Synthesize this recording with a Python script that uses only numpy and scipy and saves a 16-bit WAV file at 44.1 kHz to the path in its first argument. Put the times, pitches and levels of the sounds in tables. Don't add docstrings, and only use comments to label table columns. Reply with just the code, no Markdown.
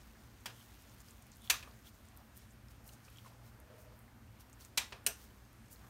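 import sys
import numpy as np
from scipy import signal
from scipy.fft import rfft, irfft, next_fast_len
from scipy.io import wavfile

SR = 44100
rng = np.random.default_rng(int(sys.argv[2]) if len(sys.argv) > 2 else 0)


def decibels_to_gain(level_db):
    exponent = np.asarray(level_db, float) / 20
    return 10 ** exponent


def unload_audio(sound):
    columns = np.transpose(np.atleast_2d(sound))
    steps = np.round(np.clip(columns, -1, 1) * 32767)
    wavfile.write(sys.argv[1], SR, steps.astype(np.int16))


N = 260073


def rms_one(x):
    return x / np.sqrt(np.mean(x ** 2) + 1e-20)


def level_curve(rows, silent_db=-120):
    s, db = np.transpose(rows)
    return np.interp(np.arange(N) / SR, s, db, silent_db, silent_db)


def at_hz(points, hz):
    point_hz, value = np.transpose(points)
    return np.interp(np.log(hz + 1), np.log(point_hz), value)


def colour(x, points):
    size = next_fast_len(len(x) + 8192)
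    gain = decibels_to_gain(at_hz(points, np.fft.rfftfreq(size, 1 / SR)))
    cepstrum = irfft(np.log(gain), size)
    cepstrum[1:size // 2] *= 2
    cepstrum[size // 2 + 1:] = 0
    return irfft(rfft(x, size) * np.exp(rfft(cepstrum)), size)[:len(x)]


def resonate(x, hz, width_hz):
    r = np.exp(-np.pi * width_hz / SR)
    poles = [1, -2 * r * np.cos(2 * np.pi * hz / SR), r * r]
    return signal.lfilter([(1 - r * r) / 2, 0, (r * r - 1) / 2], poles, x)


def drift(rate):
    steps = rng.standard_normal(4000)
    return np.interp(np.arange(N) / SR * rate, np.arange(len(steps)), steps) * np.sqrt(1.5)


def patchy(x, patchy_db, rate):
    bins, hz, out = rfft(x), np.fft.rfftfreq(len(x), 1 / SR), 0
    band = np.clip(2 * np.log2(hz / 150 + 1e-9), -1, 13)
    for k in range(-1, 14):
        share = np.maximum(1 - np.abs(band - k), 0)
        out = out + decibels_to_gain(patchy_db * drift(rate)) * irfft(bins * share, len(x))[-N:]
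    return out


def grains(size, per_s, spread_db):
    strength = decibels_to_gain(spread_db * np.minimum(rng.exponential(1, size), 4))
    sign = rng.choice([-1, 1], size)
    return strength * sign * (rng.random(size) < per_s / SR)


def add(out, s, x):
    i = int(s * SR)
    out[max(i, 0):i + len(x)] += x[max(-i, 0):N - i]


# f/Hz, t60/s
KITCHEN_T60 = [(200, 0.47), (530, 0.36), (1400, 0.3), (3700, 0.23), (9700, 0.24), (15000, 0.085)]
# last until t/s, level over the diffuse sound/dB
EARLY_ECHOES = (0.011, 4.7)


def kitchen(x, onset_s=0.0016):
    t, echoes = np.arange(SR // 2) / SR, 0
    for hz in 180 * 2. ** np.arange(7):
        edges = [hz / np.sqrt(2), min(hz * np.sqrt(2), 18000)]
        sos = signal.butter(2, edges, "band", fs=SR, output="sos")
        noise = signal.sosfilt(sos, rng.standard_normal(len(t)))
        echoes = echoes + noise * decibels_to_gain(-60 * t / at_hz(KITCHEN_T60, hz))
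    until_s, early_db = EARLY_ECHOES
    early = decibels_to_gain(early_db * np.clip((until_s - t) / 0.0027 + 1, 0, 1))
    echoes = echoes * np.clip(t / onset_s - 1, 0, 1) * early
    return signal.fftconvolve(x, echoes / np.sqrt(np.sum(echoes ** 2)))[:N]


# f/Hz, level per Hz/dB
HISS = [(15, -56.5), (25, -8.5), (55, 0.5), (102, 1), (127, -6), (161, -9.5), (229, -6), (416, -16.5),
        (1440, -18), (2300, -23), (3820, -29), (7710, -32), (8590, -31), (10400, -34), (11900, -30),
        (16000, -37)]


def room_hiss():
    white = rng.standard_normal(next_fast_len(N + SR))
    return decibels_to_gain(-60.5) * rms_one(patchy(colour(white, HISS), patchy_db=1.1, rate=16.))


HUM_HZ = [58, 118.4]
# t/s, level/dB
MOTOR = [(0.0, -71), (0.13, -84), (0.29, -62), (0.43, -85), (0.47, -63.5), (0.85, -76.5), (0.93, -68),
         (1.07, -81), (1.12, -73.5), (1.76, -65.5), (1.82, -77), (2.94, -63), (2.97, -71), (3.5, -59),
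         (3.61, -79), (3.74, -64.5), (5.37, -71), (5.9, -66.5)]
# f/Hz, width/Hz, rms level/dB
CABINET = (220, 28, -73)


def appliance():
    waver_per_s = 8.3
    lower_db = -61 - 8 * np.abs(drift(waver_per_s))
    upper_db = level_curve(MOTOR) + 3.9 - 5 * np.abs(drift(waver_per_s))
    tones = 0
    for hz, db in zip(HUM_HZ, (lower_db, upper_db)):
        turns = np.cumsum(hz + 0.783 * drift(5.3)) / SR
        tones = tones + np.sqrt(2) * decibels_to_gain(db) * np.sin(2 * np.pi * turns)
    hz, width_hz, db = CABINET
    white = rng.standard_normal(next_fast_len(N + SR))
    drone = resonate(resonate(white, hz, width_hz), hz, width_hz)[-N:]
    return tones + decibels_to_gain(db) * rms_one(drone)


# start t/s, length/s, level/dB
CREAK = [
    (3.526, 0.213, -69),
    (3.701, 0.25, -66.5),
]
# f/Hz, width/Hz, level/dB
CREAK_MODES = [(490, 76, 9), (615, 19, 6.5), (640, 31, -15), (880, 39, -2.5), (1300, 160, -3)]


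def creak():
    slips = grains(N, per_s=1500., spread_db=2.5)
    modes = sum(decibels_to_gain(db) * rms_one(resonate(slips, hz, width_hz)) for hz, width_hz, db in CREAK_MODES)
    lean, edge_s = 0, .03
    for s, length_s, db in CREAK:
        end_s = s + length_s
        lean = lean + decibels_to_gain(level_curve([(s, db), (end_s, db), (end_s + edge_s, db - 20)]))
    return lean * rms_one(modes)


# t/s, peak level/dB, f/Hz, t60/s
KNOCKS = [(1.253, -58, 810, 0.032), (1.674, -43, 1166, 0.032), (2.799, -57, 666, 0.05),
          (3.081, -53, 533, 0.041), (3.247, -48.5, 1160, 0.035), (3.264, -45, 1060, 0.039),
          (5.066, -43.5, 1480, 0.14), (1.632, -50, 1200, .09), (1.674, -51, 500, .04),
          (1.694, -55, 900, .04), (4.935, -52, 698, 0.092), (3.704, -57, 580, 0.056),
          (3.788, -53, 615, 0.062), (3.849, -53, 600, 0.05)]


def knocks():
    out, t = np.zeros(N), np.arange(8192) / SR
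    for s, peak_db, hz, t60 in KNOCKS:
        ring = np.sin(2 * np.pi * hz * t)
        ring += 0.52 * np.sin(.92 * np.pi * hz * t)
        ring += 0.14 * np.sin(3.9 * np.pi * hz * t)
        wet = 0.64 * rms_one(resonate(rng.standard_normal(len(t)), hz, 460.0))
        push = 1 - np.exp(-t / 0.0036)
        add(out, s, decibels_to_gain(peak_db - 3.0 - 60 * t / t60) * (ring + wet) * push)
    return out


# t/s, rubbing level/dB
RUBBING = [(0.0, -66.5), (.4, -68.5), (.62, -63), (1.02, -66.5), (1.45, -70), (1.56, -55.5), (1.68, -66.5),
           (2.76, -78.5), (2.95, -68), (3.4, -73), (3.75, -83), (4.2, -81), (4.75, -74.5), (4.91, -63),
           (5.03, -80), (5.22, -63), (5.5, -81.5), (5.8, -67)]


def rubbing():
    s, db = np.transpose(RUBBING)
    work_db = np.interp(np.arange(N) / SR, s, db)
    bright_db = work_db.mean() + 0.55 * (work_db - work_db.mean()) - 6.5 + 2.0 * drift(25.0)
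    dull_db = work_db - 2.5
    fine = rms_one(grains(N, per_s=9000., spread_db=-1.5))
    stray = rms_one(grains(N, per_s=90., spread_db=4.))
    bright = colour(fine + 0.17 * stray, [(3000, -19), (6500, -2.0), (12000, -3.5), (16000, -9.0)])
    dull = colour(grains(N, per_s=7000., spread_db=5.5),
                  [(500, -11.5), (1500, -0.5), (4000, -1.0), (8000, -5.5)])
    bright = patchy(bright, patchy_db=3.5, rate=22.0)
    dull = patchy(dull, patchy_db=1.3, rate=18.)
    return decibels_to_gain(bright_db) * rms_one(bright) + decibels_to_gain(dull_db) * rms_one(dull)


# slip t/s, build-up/s, top level/dB
SQUEAKS = [
    (.62, .09, -71),
    (1.462, 0.066, -62),
    (1.874, 0.028, -60),
]


def squeaks():
    hz, rise_db, release_s = 3360, 12, 0.022
    level = 0
    for s, build_s, db in SQUEAKS:
        level = level + decibels_to_gain(level_curve([(s - build_s, db - rise_db), (s, db), (s + release_s, db - 28)]))
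    slips = grains(N, per_s=4000., spread_db=2.5)
    return level * rms_one(resonate(resonate(slips, hz, 450), hz, 704.0))


def crackle_clump(out, s, rms_db, hz, octaves, half_ms):
    t = np.arange(-6000, 6000) * 1000 / SR
    half_band = np.sqrt(2) ** octaves
    skirt = 4 ** octaves
    band = [(hz / skirt, -40), (hz / half_band, 0), (hz * half_band, 0), (hz * skirt, -40)]
    crackle = rms_one(colour(grains(len(t), per_s=6800.0, spread_db=3.0), band))
    add(out, s + t[0] / 1000, decibels_to_gain(rms_db) * crackle * np.exp(-(t / half_ms) ** 2))


# middle t/s, rms level/dB, centre f/Hz, half length/ms
SQUELCHES = [
    (.16, -68.5, 1600, 25),
    (1.72, -69, 590, 53),
    (2.2, -68, 860, 36),
    (3.4, -72.5, 640, 180),
    (2.9, -72, 656, 110),
    (5.09, -53, 580, 25),
    (.495, -66, 2200, 25),
    (3.085, -65, 1200, 5.5),
    (5.85, -66.5, 1340, 41),
    (5.88, -70, 640, 140),
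]


def squelches():
    out = np.zeros(N)
    for s, rms_db, hz, half_ms in SQUELCHES:
        crackle_clump(out, s, rms_db, hz, 0.64, half_ms)
    return out


# middle t/s, rms level/dB, centre f/Hz, width/octaves, half length/ms
RUSTLES = [(.59, -67, 9050, 1, 75), (.24, -79, 6500, 1.4, 40), (1.009, -63.5, 9000, 1.1, 15),
           (1.09, -65, 6000, 2.2, 44), (1.332, -66, 5500, 0.83, 16), (1.456, -59.5, 9000, 3.6, 23),
           (1.875, -58.5, 6860, 2.8, 23), (2.375, -62.5, 12000, 2.5, 23), (2.41, -68.5, 4000, 2.2, 52),
           (2.51, -69.5, 7040, .4, 12), (2.711, -65, 8000, 2, 9.9), (2.88, -61, 10000, 1.3, 26),
           (.015, -72, 6500, 0.52, 20), (4.68, -71, 8000, 2., 20), (4.98, -74, 2500, 0.91, 45),
           (2.934, -64, 7500, 1.3, 21), (3.055, -67, 6000, 1, 17), (3.17, -68.5, 5000, 2.3, 120),
           (3.27, -65.5, 5000, 2.3, 29), (3.47, -65, 9000, 5.2, 34), (3.808, -66, 10000, 1.5, 44),
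           (4.0, -73, 11500, 0.83, 72), (4.41, -62.5, 10000, 3.4, 19), (4.535, -66, 7400, 0.5, 8),
           (4.616, -59, 5240, 5, 22), (4.654, -58.5, 8000, 5.1, 15), (5.215, -63, 11000, 3.1, 52),
           (5.73, -56.5, 11500, 1.6, 23)]


def rustles():
    out = np.zeros(N)
    for row in RUSTLES:
        crackle_clump(out, *row)
    return out


# t/s, peak level/dB, pocket f/Hz
TICKS = [(.821, -49, 9320), (3.264, -52, 5500), (1.0034, -45, 7200), (1.084, -43, 5090),
         (1.1077, -47, 7200), (1.2226, -48, 9230), (1.3169, -43.5, 6200), (1.3584, -51, 9290),
         (1.4187, -47, 9390), (1.4411, -53, 8640), (1.7108, -51, 4360), (2.0855, -50, 7000),
         (2.6836, -48, 5450), (2.7172, -51, 8850), (2.8424, -56, 9050), (2.8894, -52, 4190),
         (.895, -53, 5200), (2.035, -62, 5000), (2.867, -51, 9000), (2.878, -50, 8500), (2.882, -50, 8700),
         (5.042, -55, 9500), (4.405, -52, 5000), (5.594, -58, 7500), (2.9344, -56, 8630),
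         (3.049, -50, 5970), (4.4967, -50, 7150), (4.5286, -47.5, 7200), (4.6084, -46, 6000),
         (4.6483, -40.5, 7800), (5.263, -52, 4270), (5.659, -56, 7060), (5.683, -53, 8600),
         (.4065, -52, 8480), (1.3504, -55, 8820), (3.171, -48, 7000), (5.45, -56, 5500),
         (5.7924, -53, 5670)]
# t/s, peak level/dB
FILMS = [(.8111, -55), (.9423, -48), (.9847, -55), (1.2664, -53), (1.3678, -49), (2.0527, -52),
         (2.172, -41.5), (2.368, -45), (2.3744, -41), (2.8629, -52), (3.6, -48), (4.4065, -48), (3.1, -50),
         (2.8765, -46), (2.8895, -51), (2.36, -54), (2.8424, -57), (.9955, -58), (2.165, -53), (.8255, -56),
         (4.4975, -57), (4.529, -55), (5.2414, -49), (5.5293, -55), (5.7109, -48), (5.7279, -41.5),
         (1.95, -58), (4.4, -55), (5.215, -55), (3.99, -50.5), (2.5214, -57), (2.5344, -59), (5.366, -58)]
# t/s, peak level/dB, f/Hz, cycles
POPS = [(.104, -56, 2790, 4.8), (.582, -52, 3080, 5.), (.611, -49, 3100, 5.), (1.4742, -39, 3440, 3.8),
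        (2.892, -47, 2820, 4.4), (3.0817, -46.5, 2500, 4.2), (2.8895, -46, 4120, 6.5),
        (2.9335, -52, 6300, 9.), (2.9345, -55, 8600, 9.), (3.2594, -41, 1090, 3.), (3.2735, -44, 900, 1.8),
        (3.3215, -46.5, 940, 2.), (3.3285, -52, 950, 2.), (4.6085, -49, 7200, 7.), (5.304, -55.5, 3050, 6.),
        (5.759, -51, 4200, 6.), (.834, -56, 5300, 6.), (4.62, -55, 4400, 14.), (3.172, -49, 3300, 4.5),
        (3.159, -51, 3200, 7.2), (3.184, -42, 3200, 4.2), (3.247, -55, 2140, 6.), (3.268, -62, 2220, 8.),
        (4.079, -49, 2040, 2.5)]
# t/s, peak level/dB, f/Hz, cycles
RUPTURES = [(5.0637, -12.5, 9080, 7.2), (5.0644, -21.5, 2950, 3.5), (5.0644, -16.5, 7300, 3.8),
            (5.0688, -22, 4340, 3.), (5.073, -26, 14500, 8.), (1.4993, -17, 5900, 4.4),
            (1.5008, -12, 4500, 3.2), (1.5, -28, 2970, 2.4), (1.5045, -24, 11200, 8.),
            (1.509, -19, 5500, 2.), (4.7755, -21, 11400, 5.), (4.7755, -26, 4040, 2.4),
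            (4.7795, -20, 3740, 1.8), (4.7816, -22, 3180, 2.4), (4.784, -30, 2270, 4.6)]


def ticks():
    out, t = np.zeros(N), np.arange(1024) / SR
    thin_cycles, thin_spit, pop_spit, film_hz = 2.2, .55, .3, 12100
    rows = [(*row, thin_cycles, thin_spit) for row in TICKS]
    rows += [(*row, pop_spit) for row in POPS + RUPTURES]
    rows += [(*row, film_hz, thin_cycles, thin_spit) for row in FILMS]
    for s, peak_db, hz, cycles, spit in rows:
        air = rng.standard_normal(len(t)) * np.exp(-t / .0009)
        spray = resonate(resonate(air, hz, 0.7 * hz), hz, 0.96 * hz)
        swell = 1 - np.exp(-t * hz / .7)
        pocket = np.sin(2 * np.pi * hz * t) * np.exp(-t * hz / cycles) * swell
        add(out, s + .001, decibels_to_gain(peak_db - 2.24) * (pocket + 3.2 * spit * spray))
    return out


# t/s, peak level/dB, rise/ms, fade/ms, parted after/ms
SMACKS = [
    (0.4573, -29, 2.08, 4, 12.),
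    (1.4984, -15, 2.2, 8.1, 15),
    (1.6267, -40, 1, 3.5, 14.),
    (4.7734, -19.5, 2.97, 10, 11),
    (4.922, -38, 2.5, 7.1, 16),
    (5.0641, -14.5, 0.98, 4.6, 17.),
]
# f/Hz, level per Hz/dB
SMACK_COLOURS = [
    [(150, -1), (400, -0.5), (900, 2), (1900, -2), (3200, 1.5), (5000, -4), (8000, -3.5), (12000, -6),
     (16000, -8.5)],
    [(150, -15), (400, -15), (900, -9), (1900, -3.5), (3200, -4.5), (5000, -6.5), (8000, -5.5),
     (12000, -7.5), (16000, -9.5)],
    [(300, -5.5), (900, -5), (1700, -1.5), (2600, -4), (4000, -8), (8000, -12), (16000, -22)],
    [(150, -13), (400, -13.5), (900, -3.5), (1900, -3.5), (3200, -0.5), (5000, -2), (8000, -3),
     (12000, -7.5), (16000, -12)],
    [(200, 5), (500, 5.5), (1200, 6), (2500, 3.5), (5000, 0.5), (8000, -10.5), (16000, -27)],
    [(150, -12), (400, -7.5), (900, -8.5), (1900, -2.5), (3200, -1), (4600, -3), (6200, 3), (7600, 2.5),
     (9100, 7.5), (12000, -1.5), (16000, -3.5)],
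]
# f/Hz, width/Hz, level/dB
SMACK_HOLLOWS = [
    [(1520, 210, 4), (1900, 120, -3), (2900, 510, -8), (5000, 550, 2)],
    [(1165, 190, 2), (2590, 170, 5), (3770, 197, 0), (4500, 140, -1), (6040, 540, 4), (7160, 340, -13),
     (11100, 350, -1.5)],
    [(1220, 100, 0), (2560, 120, 10)],
    [(850, 32, 4), (1960, 60, 9.5), (2490, 280, -7), (3730, 300, -8), (5560, 230, -16), (7540, 180, -2),
     (11300, 740, -16)],
    [(500, 73, -6), (1130, 90, 6), (2550, 120, 5)],
    [(423, 54, 7), (900, 160, -11), (1470, 170, 12), (2660, 320, 3), (5960, 290, 0), (9000, 210, -23),
     (12000, 340, -8), (13300, 1500, 1.5)],
]


def smacks():
    near, far, t = np.zeros(N), np.zeros(N), np.arange(4096) * 1000 / SR
    for smack, points, hollows in zip(SMACKS, SMACK_COLOURS, SMACK_HOLLOWS):
        s, peak_db, rise_ms, fade_ms, parted_ms = smack
        shower = grains(len(t), per_s=19000.0, spread_db=2.0) * np.minimum(t / rise_ms, 1) ** 0.61
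        shower *= np.exp(-np.maximum(t - rise_ms, 0) / fade_ms)
        shower *= np.exp(-np.maximum(t - parted_ms, 0) / 1.6)
        burst = colour(shower, points)
        puff = colour(1. * (t == 0), points)
        for hz, width_hz, db in hollows:
            lift = decibels_to_gain(db / 2)
            burst = burst + lift * resonate(burst, hz, width_hz)
            puff = puff + lift * resonate(puff, hz, width_hz)
        burst *= decibels_to_gain(peak_db) / np.abs(burst).max()
        add(near, s, burst)
        add(far, s + rise_ms / 1000, rms_one(puff) * np.sqrt(np.mean(burst ** 2)))
    return near, far


def scene():
    loud, puffs = smacks()
    small = ticks() + knocks()
    to_walls = decibels_to_gain(-1.5) * puffs + decibels_to_gain(-12.0) * small
    room = kitchen(to_walls) + appliance() + room_hiss()
    hands = rubbing() + squeaks() + creak() + rustles() + squelches()
    return (loud + small + room + hands)[None]


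def band_limit(x):
    return signal.sosfilt(signal.butter(12, 16820, fs=SR, output="sos"), x)


# f/Hz, width/Hz, level/dB
MICROPHONE_DIPS = [(7650, 740, -3), (10450, 1130, -5)]


def record(dry):
    x = signal.sosfilt(signal.butter(4, 37., "high", fs=SR, output="sos"), dry)
    for hz, width_hz, db in MICROPHONE_DIPS:
        x = x - (1 - decibels_to_gain(db)) * resonate(x, hz, width_hz)
    x = signal.sosfilt(signal.cheby2(18, 60, 15580 + 600, fs=SR, output="sos"), x)
    return band_limit(x)


dry = scene()
out = record(dry)
unload_audio(out)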